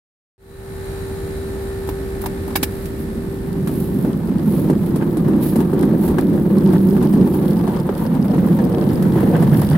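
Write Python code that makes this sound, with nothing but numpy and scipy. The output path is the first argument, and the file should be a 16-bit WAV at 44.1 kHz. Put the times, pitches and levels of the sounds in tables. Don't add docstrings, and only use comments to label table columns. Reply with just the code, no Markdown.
import sys
import numpy as np
from scipy import signal
from scipy.fft import rfft, irfft, next_fast_len
from scipy.io import wavfile
from scipy.ndimage import uniform_filter1d

SR = 44100
rng = np.random.default_rng(int(sys.argv[2]) if len(sys.argv) > 2 else 0)


def persist_wave(psi):
    counts = np.round(np.clip(psi, -1, 1) * 32767).astype(np.int16)
    wavfile.write(sys.argv[1], SR, np.atleast_2d(counts).T)


N = 430857
TIME = np.arange(N) / SR

# frequency in Hz, likeness from 0 to 1.
EAR_LIKENESS = [(30, .8), (70, .88), (170, .985), (350, .94), (700, .65), (1400, .25), (3000, .15),
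                (12000, 0)]
# frequency in Hz, left minus right in dB.
EAR_BALANCE = [(60, -1.2), (210, -1.5), (500, -.5), (800, 2), (1200, 2.7), (1800, 1.5), (2700, -1.5),
               (6000, -1), (7800, 7), (9100, 9), (11000, -3.5), (13000, -4.5), (15000, -6)]
# time in seconds, gain.
FADE_IN = [(0.385, 0.013), (0.41, 0.042), (0.6, 0.21), (0.9, 0.53)]
# time in seconds, turns per second.
ENGINE_SPEED = [(0.5, 66.42), (2.0, 66.45), (3.0, 66.3), (4.0, 66.1), (9.77, 65.7)]
# time in seconds, chain links per second.
TRAVEL_SPEED = [(3.0, 7.8), (4.2, 17.5), (5.5, 32), (6.8, 36.6), (7.9, 35), (9.0, 39.4), (9.77, 44.4)]

# time in seconds, level in dB.
WIND_LEVEL = [(0.9, -33), (2.0, -31), (5.0, -36.5), (7.0, -34), (8.1, -37.5), (9.77, -35)]
ENGINE_LEVEL = [(0.5, 5), (1.2, 4), (2.0, 4), (2.7, 4.5), (3.2, 2), (4.2, -2), (6.0, -6), (8.0, -7.5),
                (9.77, 1.5)]
CASING_LEVEL = [(1.9, -1), (3.1, -3)]
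FAN_LEVEL = [(0.5, -26), (1.9, -22), (2.9, -26.5), (3.95, -24.5), (4.2, -36), (9.77, -44)]
CHAIN_LEVEL = [(3.9, -3), (4.1, 10), (4.35, 9), (4.6, -1), (5.8, -6), (5.95, -16), (6.45, -13),
               (6.65, -0.5), (7.3, -2), (7.5, -1), (7.9, -2), (8.3, -5), (8.42, -14), (8.7, 2), (9.0, -2.5),
               (9.25, -7), (9.7, 1.5)]
RUMBLE_LEVEL = [(0.9, -34.5), (1.35, -33), (1.48, -29), (1.7, -32), (2.05, -30), (2.4, -24.5), (2.75, -30),
                (3.15, -22), (3.42, -30), (3.53, -21.5), (3.75, -19), (3.88, -22), (4.1, -15.5),
                (4.22, -23.5), (4.3, -17.5), (4.5, -14.5), (4.59, -16), (4.68, -14.5), (4.8, -17),
                (5.12, -18.5), (5.3, -13.5), (5.42, -16), (5.6, -12.5), (5.7, -22), (5.78, -13.5),
                (6.1, -15.5), (6.38, -16), (6.56, -9), (6.8, -11.5), (7.0, -10.5), (7.1, -13), (7.22, -8.5),
                (7.32, -16.5), (7.66, -12.5), (7.78, -21), (8.15, -14.5), (8.42, -11.5), (8.6, -11),
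                (8.74, -18.5), (9.05, -12.5), (9.14, -16.5), (9.26, -15), (9.77, -16.5)]
TRACK_BED_LEVEL = [(0.9, -34.5), (2.9, -36.5), (3.42, -29), (3.62, -22), (4.1, -23), (4.5, -25),
                   (5.8, -21.5), (6.05, -25), (6.8, -23.5), (7.9, -26), (9.1, -18.5), (9.55, -13)]
FRAME_LEVEL = [(3.4, -27.5), (4.5, -27.5), (4.95, -20.5), (7.35, -16.5), (7.8, -25), (8.5, -32), (8.7, -22),
               (9.3, -19.5), (9.77, -29)]

# frequency in Hz, level in dB.
WIND_COLOUR = [(18, -24), (32, -10), (46, -4), (70, -2), (100, -2)]
ENGINE_COLOUR = [(400, -20), (550, -14.5), (850, -17.5), (1150, -19.5), (1600, -20.5), (2300, -25.5),
                 (3100, -30), (3950, -28), (5000, -32), (6300, -37), (8900, -31.5), (10300, -30.5),
                 (11600, -28), (14000, -36), (17000, -43)]
VALVE_COLOUR = [(1200, -11), (2000, -12), (3100, -40), (4500, -28), (5700, -27), (6300, -30), (6900, -30),
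                (8200, -25.5), (10000, -29), (10700, -22), (14000, -36)]
GRIT_COLOUR = [(3000, -1), (4800, 3.5), (6500, -9), (8500, -1.5), (11500, 3.5), (16000, -11)]
GRAZE_COLOUR = [(2000, -25), (4200, -13), (6500, -20), (8000, -10), (9000, -5), (10200, -5), (11700, 1.5),
                (13300, -2), (17000, -1.5)]
HARD_RUB_COLOUR = [(2000, -8.5), (4200, -8.5), (6500, -15.5), (9000, -9.5), (10200, -1.5), (11700, 4),
                   (13300, -3), (17000, -2.5)]
LEVER_CLINK_COLOUR = [(760, -3), (850, -2), (940, -2), (1100, -8), (1220, -8)]
LEVER_ARM_COLOUR = [(350, -3), (500, -12), (800, -9), (1050, -6), (1350, -7), (1720, 9), (2000, -7),
                    (2320, 1), (2650, -21), (3100, 1), (3800, 2), (6000, -12)]
LEVER_SCRAPE_COLOUR = [(1000, -6), (2400, 5.5), (4000, 2.5), (6500, 0), (9000, 2.5), (11700, 2.5),
                       (14000, 1.5), (17000, -4)]
COUPLING_COLOUR = [(700, 9.5), (1000, -15), (1300, 2), (1650, 4), (1950, 0), (2300, -14), (3200, -11)]
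RUMBLE_COLOUR = [(110, -11.5), (150, -5), (195, -0.5), (260, -4), (340, -6), (420, -18.5), (560, -18.5)]
TRACK_BED_COLOUR = [(85, -9.5), (102, -4), (125, -2.5), (150, 4)]
FRAME_COLOUR = [(280, -5.5), (320, 2), (370, 0), (435, -11.5)]
JUDDER_COLOUR = [(380, -19), (460, 2.5), (540, -1.5), (660, -11.5), (760, -7)]
FITTINGS_COLOUR = [(560, -15), (680, -8), (880, 7.5), (1250, -1), (1700, -3), (2500, -15), (4200, -16.5),
                   (6500, -46), (12000, -17)]
THUMP_COLOUR = [(170, -23), (230, 9.5), (370, 6), (560, -10.5)]
KNOCK_COLOUR = [(250, 15.5), (450, 9), (700, 16.5), (950, 12), (1300, -0.5), (1800, -6), (2700, -28),
                (6000, -39)]
TICK_COLOUR = [(1000, 4), (2400, -0.5), (4000, 1), (6500, -4.5), (9000, 2.5), (11700, 7.5), (14000, -3),
               (17000, -14)]
CLANK_COLOUR = [(1000, -8), (1400, 11.5), (1800, 9), (2300, -7.5), (3300, -9), (4700, -14.5), (6000, -36)]

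# pitch in Hz, width in Hz (narrow is purer), level in dB.
VALVE_NOTES = [(1560, 130, -58), (2050, 60, -63), (3924, 19, -55), (4200, 250, -57), (6850, 120, -60),
               (8900, 400, -52)]
LINK_NOTES = [(3200, 360, 1.5), (4970, 390, 0), (9000, 1200, -8.5)]
SNAP_NOTES = [(3250, 500, -7), (4870, 420, -2), (8900, 703, -6)]
CLICK_RING_NOTES = [(1740, 120, -6.5), (2240, 130, -6), (2700, 130, -11), (3750, 150, -12),
                    (4860, 400, -10)]
SPRING_NOTES = [(11150, 220, -2), (11900, 250, 4.5), (13200, 500, 1.5), (15100, 800, 0)]
FITTINGS_NOTES = [(894, 81, -4), (1130, 130, -10.5), (1280, 36, -21), (1630, 300, -23)]
BODY_NOTES = [(162.1, 26, -2), (202.3, 30.4, 1), (259.6, 42.8, -7.5)]
# multiple of the engine speed, level in dB.
CASING_TONES = [(7, -42), (8, -51), (9, -54), (10, -53), (12, -53), (13, -51), (14, -54), (17, -61),
                (19, -60), (20, -63), (21, -59), (22, -64), (23, -59), (24, -60), (26, -59), (27, -56),
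                (29, -61), (31, -67), (33, -60), (35, -67), (36, -66), (37, -67), (39, -66), (40, -67),
                (46, -68), (57, -71), (60, -66), (73, -73), (75, -74), (76, -73), (78, -74), (85, -72),
                (87, -72), (102, -71), (108, -71), (121, -67), (128, -69), (149, -68)]

# middle in seconds, level in dB, length in seconds.
WIND_GUSTS = [(6.11, -18.5, 0.048)]
FLANGE_RUBS = [(2.8, -40, 0.15), (3.79, -32, 0.14), (4.56, -32, 0.14), (3.01, -38, 0.042), (4.0, -37, 0.12),
               (4.86, -37, 0.08), (5.435, -25, 0.021), (5.478, -27, 0.072), (6.055, -29, 0.069),
               (6.84, -38.5, 0.24), (7.35, -32, .05), (7.5, -39, 0.23), (8.02, -36, 0.079),
               (8.54, -37, 0.06), (9.21, -38.5, 0.29), (9.6, -28.5, 0.086)]
COUPLING_RATTLES = [(5.02, -30.5, .025), (6.75, -31.5, 0.032), (9.2, -29.5, 0.05), (9.35, -26, 0.03),
                    (9.54, -30, 0.028), (9.76, -22, 0.021)]
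CHASSIS_GROANS = [(8.33, -22, 0.063), (8.7, -21, 0.19), (9.35, -18, 0.073)]
# start in seconds, level in dB.
GRIT_CRACKS = [(3.153, -39), (3.529, -33), (4.273, -36), (4.383, -34), (5.792, -30), (5.81, -27.5),
               (5.827, -27), (6.21, -28), (6.568, -35), (6.583, -28.5), (6.674, -32), (6.702, -35),
               (7.456, -33), (7.51, -33), (7.799, -30), (7.979, -30), (8.932, -32)]
CHAIN_SNAPS = [(6.9077, -39), (7.1751, -42), (7.5687, -39), (7.5906, -41), (7.7628, -39), (7.7877, -44),
               (7.9514, -40), (8.0641, -37), (8.2261, -38), (8.2811, -39), (8.308, -45), (8.6511, -42),
               (8.7271, -39), (8.9048, -40), (8.9555, -36), (9.4744, -40), (9.5986, -39), (9.6495, -42),
               (9.6724, -40.5), (9.7, -37)]
# start in seconds, then thud, clink, knock, scrape and chink in dB.
LEVER_MOVES = [(1.872, -60, -34, -50, -40, -42), (1.888, -16.5, -24, -31, -36, -37),
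               (2.214, -60, -32, -52, -37, -33), (2.238, -50, -20, -41, -43, -38),
               (2.258, -41, -17, -28.5, -28, -31), (2.477, -60, -24, -46, -43, -40),
               (2.503, -60, -27, -50, -40, -55), (2.525, -60, -32, -55, -48, -55),
               (2.554, -16.5, -20, -19.5, -25.5, -29), (2.557, -20, -18, -16.5, -29, -19.5),
               (2.627, -22, -43, -34, -16.5, -38), (2.631, -11, -37, -21, -19, -23),
               (2.854, -64, -57, -55, -34, -37)]
# start and end in seconds, pitch in Hz, relative strength.
RAIL_RIPPLES = [(6.426, 7.084, 192, 1.15), (7.107, 7.313, 194, 1.5)]
# start in seconds, then knock, thump, tick and clank in dB.
WHEEL_BLOWS = [(3.672, -26, -17, -35, -29), (3.693, -29, -26, -59, -50), (3.727, -35, -24, -58, -55),
               (3.805, -38, -27, -60, -48), (3.886, -40, -24, -60, -57), (3.9555, -43, -23, -60, -55),
               (4.047, -24, -12, -50, -33), (4.076, -28, -14, -60, -50), (4.284, -31, -13, -62, -43),
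               (4.39, -27, -10.5, -60, -50), (4.698, -19, -4.5, -39, -36), (4.73, -25.5, -28, -57, -44),
               (4.958, -29, -12.5, -36, -36), (5.021, -21, -11, -54, -41), (5.169, -24, -6.5, -38, -42),
               (5.282, -23, -9, -46, -40), (5.456, -25, -13, -55, -47), (5.557, -17.5, -7.5, -33, -46),
               (5.602, -24, -11.5, -38, -34), (5.73, -21, -8.5, -47, -41), (5.81, -32, -7, -55, -50),
               (5.831, -26, -11, -44, -25.5), (5.9342, -42, -11.5, -62, -52), (6.078, -25, -21, -37.5, -37),
               (6.183, -12.5, -6, -38.5, -22), (6.331, -33, -13, -47, -43), (6.375, -29, -23, -58, -33),
               (6.732, -20, -26, -41, -36), (6.965, -27, -16, -43, -28.5), (7.024, -25, -19, -37, -38),
               (7.134, -23, -23, -39.5, -41), (7.675, -16.5, -11, -44, -33), (7.89, -17, -9.5, -60, -33),
               (8.334, -23, -8.5, -58, -33), (8.379, -20, -10, -52, -39), (8.429, -33, -9, -63, -51),
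               (8.471, -22, -16, -59, -43), (8.588, -17.5, -22, -54, -27), (8.772, -39, -12, -59, -48),
               (9.022, -21.5, -16, -37.5, -47), (9.052, -21, -13, -64, -45), (9.154, -20.5, -8, -48, -35),
               (9.229, -20, -3.5, -49, -30), (9.272, -24, -17, -55, -31), (9.364, -18.5, -14, -45, -38),
               (9.423, -15.5, -7.5, -38.5, -31), (9.514, -25, -20, -51, -42), (9.533, -31, -20, -58, -37),
               (9.617, -16, -16, -43, -37), (9.713, -22, -14, -39, -31)]


def from_db(db):
    return 10 ** (np.asarray(db) / 20)


def rms_one(x):
    return x / np.sqrt(np.mean(x ** 2) + 1e-20)


def in_time(rows):
    return np.interp(TIME, *np.transpose(rows))


def at_hz(rows, hz):
    known_hz, values = np.transpose(rows)
    return np.interp(np.log(hz), np.log(known_hz), values)


def drift(rate):
    step, warm_up = 40, 2000
    r = np.exp(-2 * np.pi * rate * step / SR)
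    noise = rng.standard_normal(N // step + warm_up + 2)
    slow = signal.lfilter([1], [1, -2 * r, r * r], noise)[warm_up:]
    return np.interp(np.arange(N) / step, np.arange(len(slow)), rms_one(slow))


def white():
    return rng.standard_normal((2, N))


def colour(pair, spectrum=None):
    size = next_fast_len(N + SR // 10)
    hz = np.maximum(np.arange(size // 2 + 1) * SR / size, 1)
    mid, side = rfft(pair, size)
    alike = np.clip(at_hz(EAR_LIKENESS, hz), -1, 1)
    ears = np.array([[1], [-1]])
    out = np.sqrt(1 + alike) * mid + ears * np.sqrt(1 - alike) * side
    out *= from_db(ears * at_hz(EAR_BALANCE, hz) / 2)
    if spectrum is not None:
        inside = np.minimum(1, np.minimum(hz / spectrum[0][0], spectrum[-1][0] / hz))
        out *= from_db(at_hz(spectrum, hz)) * inside ** 6
    return rms_one(irfft(out, size)[:, :N])


def even(x, span_s):
    power = uniform_filter1d(np.mean(x ** 2, axis=0), max(int(span_s * SR), 2))
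    return x / np.sqrt(power + 1e-9)


def even_noise(spectrum, span_s, texture=1):
    return even(colour(white() * texture, spectrum), span_s)


def resonate(x, hz, width_hz):
    r = np.exp(-np.pi * width_hz / SR)
    feedback = [1, -2 * r * np.cos(2 * np.pi * hz / SR), r * r]
    return signal.lfilter(np.array([1, 0, -1]) * (1 - r * r) / 2, feedback, x + 1e-18)


def ring(notes, drive):
    return sum(from_db(db) * colour(resonate(drive, hz, width)) for hz, width, db in notes)


def ring_alternating(notes, drive):
    return sum((-1) ** k * from_db(db) * resonate(drive, hz, width)
               for k, (hz, width, db) in enumerate(notes))


def die_away(clicks, decay_s):
    return signal.lfilter([1], [1, -from_db(-60 / (decay_s * SR))], clicks + 1e-18)


def jolts(per_s, spread_db, decay_s, floor):
    sizes = from_db(spread_db * np.minimum(rng.exponential(1, N), 3.5))
    contacts = die_away((rng.random(N) < per_s / SR) * sizes, decay_s)
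    return rms_one(floor + rms_one(contacts))


def blows(times, levels_db, rise_s, decay_s):
    out = np.zeros(N)
    age = np.arange(SR // 4) / SR
    shape = np.minimum(age / rise_s, 1) * from_db(-60 * np.maximum(age - rise_s, 0) / decay_s)
    for start, db in zip(times, levels_db):
        at = int(start * SR)
        out[at:at + len(age)] += from_db(db) * shape[:N - at]
    return out


def swells(rows):
    power = np.zeros(N)
    for middle, db, length in rows:
        distance = 2 * (TIME - middle) / length
        power += from_db(db) ** 2 * 0.5 ** np.minimum(distance ** 2, 60)
    return np.sqrt(power)


def with_speed(cruise_db, doubling_db):
    cruise_links_per_s = 28
    return cruise_db + doubling_db * np.log2(in_time(TRAVEL_SPEED) / cruise_links_per_s)


def wind():
    loudness = np.hypot(from_db(in_time(WIND_LEVEL) + 8), swells(WIND_GUSTS))
    return loudness * even_noise(WIND_COLOUR, span_s=0.22)


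def fan(engine_speed):
    blades_per_turn = 5.868
    phase = 2 * np.pi * np.cumsum(blades_per_turn * engine_speed + 0.71 * drift(4.4)) / SR
    hum = np.sqrt(2) * (np.sin(phase) + from_db(-23) * np.sin(2 * phase))
    return hum * from_db(in_time(FAN_LEVEL) + 0.099 * drift(14))


def engine():
    speed, level_db = in_time(ENGINE_SPEED), in_time(ENGINE_LEVEL)
    angle = 2 * np.pi * np.cumsum(speed * (1 + .0004 * drift(5))) / SR
    casing = np.zeros((2, N))
    for multiple, db in CASING_TONES:
        phase = rng.uniform(0, 2 * np.pi) + rng.uniform(0, 2 * np.pi / 3, (2, 1))
        casing += from_db(db + 2 * drift(6.4)) * np.sqrt(2) * np.sin(multiple * angle + phase)
    casing *= from_db(level_db + in_time(CASING_LEVEL))
    hiss = from_db(-39) * colour(white() * (1 + 0.15 * np.cos(angle)), ENGINE_COLOUR)
    one_turn = rng.standard_normal((2, SR // 66))
    place = (angle / (2 * np.pi) % 1 * one_turn.shape[1]).astype(int)
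    buzz = from_db(-47) * colour(one_turn[:, place], VALVE_COLOUR)
    hum = fan(speed)
    whine = sum(from_db(db) * rms_one(resonate(white(), hz, width)) for hz, width, db in VALVE_NOTES)
    whine *= np.interp(TIME, [1.31, 2.6], [1, 0])
    left, right = from_db(level_db) * (hiss + buzz + whine) + hum
    right_lag_s = 0.00025
    return np.array([left, np.roll(right, round(right_lag_s * SR))]) + casing


def grit():
    times, db = np.transpose(GRIT_CRACKS)
    cracks = blows(times, db + 2, rise_s=0.0005, decay_s=0.023)
    per_s = 10 * np.interp(TIME, [3.5, 5.5], [0, 1]) * from_db(5 * drift(3))
    sizes = from_db(-40 + 4 * np.minimum(rng.exponential(1, N), 2.5))
    crackles = die_away((rng.random(N) < per_s / SR) * sizes, decay_s=0.011)
    return (cracks + crackles) * colour(white(), GRIT_COLOUR)


def flanges():
    grain = jolts(per_s=400, spread_db=8.5, decay_s=0.029, floor=0.97)
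    graze_db = with_speed(cruise_db=-42, doubling_db=4.5) + 2 * drift(17)
    grazing = from_db(graze_db) * colour(white() * grain, GRAZE_COLOUR)
    return grazing + swells(FLANGE_RUBS) * even_noise(HARD_RUB_COLOUR, span_s=0.025, texture=grain)


def chain():
    wobble_db, spread_db, turns_per_link, ping_hz = 1.3, 6.5, 0.38, 9050
    links_passed = np.cumsum(in_time(TRAVEL_SPEED) * from_db(wobble_db * drift(14))) / SR
    level_db = with_speed(cruise_db=-37, doubling_db=11) + in_time(CHAIN_LEVEL)
    strength = from_db(level_db + spread_db * rng.uniform(-1, 1, N))
    link_clicks = np.diff(np.floor(links_passed), prepend=0) * strength
    turn_clicks = np.diff(np.floor(links_passed * turns_per_link), prepend=0) * strength
    ticks = die_away(link_clicks, decay_s=0.012) * rms_one(ring_alternating(LINK_NOTES, white()))
    pings = die_away(turn_clicks, decay_s=0.076) * colour(resonate(white(), ping_hz, width_hz=350))
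    return ticks + from_db(-9) * pings


def chain_snaps():
    times, db = np.transpose(CHAIN_SNAPS)
    loudness = blows(times, db + 7.5, rise_s=0.00088, decay_s=0.017)
    return loudness * even(ring(SNAP_NOTES, white()), span_s=0.004)


def levers():
    times, thud_db, clink_db, knock_db, scrape_db, chink_db = np.transpose(LEVER_MOVES)
    thud = blows(times, thud_db + 6, rise_s=0.0023, decay_s=0.017)
    thud = thud * even_noise(THUMP_COLOUR, span_s=0.0051)
    frame = blows(times, thud_db - 5.5, rise_s=0.0019, decay_s=0.033)
    frame = frame * even_noise(KNOCK_COLOUR, span_s=0.0065)
    clink = blows(times, clink_db, rise_s=0.002, decay_s=0.055)
    clink = clink * even_noise(LEVER_CLINK_COLOUR, span_s=0.015)
    knock = blows(times, knock_db - 0.5, rise_s=0.00089, decay_s=0.04)
    knock = knock * even_noise(LEVER_ARM_COLOUR, span_s=0.006)
    ringing = blows(times, knock_db - 0.5, rise_s=0.0018, decay_s=0.077)
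    ringing = ringing * ring(CLICK_RING_NOTES, white())
    scrape = blows(times, scrape_db + 5, rise_s=0.0036, decay_s=0.047)
    scrape = scrape * colour(white(), LEVER_SCRAPE_COLOUR)
    chink = blows(times, chink_db, rise_s=0.0029, decay_s=0.065) * ring(SPRING_NOTES, white())
    return thud + frame + clink + knock + ringing + scrape + chink


def couplings():
    times = np.transpose(WHEEL_BLOWS)[0]
    levels_db = np.interp(times, TIME, with_speed(cruise_db=-46, doubling_db=26))
    shaken = blows(times, levels_db, rise_s=0.018, decay_s=0.071)
    chatter = jolts(per_s=150, spread_db=1.5, decay_s=0.017, floor=1.0)
    loudness = np.hypot(shaken, swells(COUPLING_RATTLES))
    return loudness * even_noise(COUPLING_COLOUR, span_s=0.074, texture=chatter)


def loose_fittings(bumps):
    rattle = even_noise(FITTINGS_COLOUR, span_s=0.076, texture=bumps)
    for hz, width, db in FITTINGS_NOTES:
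        loudness = from_db(db + 6.5 * np.clip(drift(10), -2, 1.2))
        rattle += loudness * even(colour(resonate(white() * bumps, hz, width)), span_s=0.12)
    return from_db(with_speed(cruise_db=-36.5, doubling_db=5.2)) * rattle


def chassis_judder(bumps):
    steady = from_db(with_speed(cruise_db=-31, doubling_db=7.6))
    loudness = np.hypot(steady, swells(CHASSIS_GROANS))
    return loudness * even_noise(JUDDER_COLOUR, span_s=0.049, texture=bumps)


def ripple_drone():
    edge_s, wander_hz, flutter_db = 0.11, 9, 3
    out = np.zeros(N)
    for start, end, hz, strength in RAIL_RIPPLES:
        fade = np.clip(np.minimum(TIME - start, end - TIME) / edge_s, 0, 1)
        phase = 2 * np.pi * np.cumsum(hz + wander_hz * drift(24.5)) / SR
        tone = np.sqrt(2) * (np.sin(phase) + from_db(-11) * np.sin(2 * phase))
        out += strength * fade * from_db(flutter_db * drift(20)) * tone
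    return out * from_db([[-.8], [.8]])


def rocking():
    return from_db(1.4 * np.clip(drift(6), -2, 2))


def rolling():
    under_way = np.interp(TIME, [2.7, 3.6], [0, 1])
    bumps = jolts(per_s=130, spread_db=-2, decay_s=0.039, floor=1.37)
    body = colour(ring_alternating(BODY_NOTES, white() * bumps))
    drumming = under_way * body + 0.63 * colour(white(), RUMBLE_COLOUR) + ripple_drone()
    rumble = from_db(in_time(RUMBLE_LEVEL) + 3.5) * even(drumming, span_s=0.086)
    boom = from_db(in_time(TRACK_BED_LEVEL) + 2) * even_noise(TRACK_BED_COLOUR, span_s=0.27)
    frame = from_db(in_time(FRAME_LEVEL) + 2) * even_noise(FRAME_COLOUR, span_s=0.041, texture=bumps)
    shaking = frame + chassis_judder(bumps) + loose_fittings(bumps)
    return rocking() * (rumble + boom) + under_way * rocking() * shaking


def wheel_clacks():
    times, knock_db, thump_db, tick_db, clank_db = np.transpose(WHEEL_BLOWS)
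    thump = blows(times, thump_db + .5, rise_s=0.0036, decay_s=0.11)
    thump = thump * even_noise(THUMP_COLOUR, span_s=0.02)
    knock = blows(times, knock_db + 2, rise_s=0.001, decay_s=0.055)
    knock = knock * even_noise(KNOCK_COLOUR, span_s=0.0057)
    tick = blows(times, tick_db + 9.5, rise_s=0.0021, decay_s=0.087) * colour(white(), TICK_COLOUR)
    clank = blows(times, clank_db + 2.5, rise_s=0.0021, decay_s=0.044)
    clank = clank * even_noise(CLANK_COLOUR, span_s=0.0059)
    ringing = blows(times, knock_db - 7, rise_s=0.0014, decay_s=0.094)
    ringing = ringing * even(ring(FITTINGS_NOTES, white()), span_s=0.017)
    return thump + knock + clank + tick + ringing


def scene():
    return (engine() + rolling() + wheel_clacks() + couplings() + levers()
            + chain() + chain_snaps() + flanges() + grit() + wind())


def record(dry):
    silent_s, ceiling, cutoff_hz = 0.38, 0.92, 15750
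    faded = dry * in_time(FADE_IN) * (TIME > silent_s)
    rounded = faded / (1 + (faded / ceiling) ** 8) ** (1 / 8)
    return signal.sosfilt(signal.ellip(12, .1, 90, cutoff_hz, fs=SR, output="sos"), rounded)


dry = scene()
out = record(dry)
persist_wave(out)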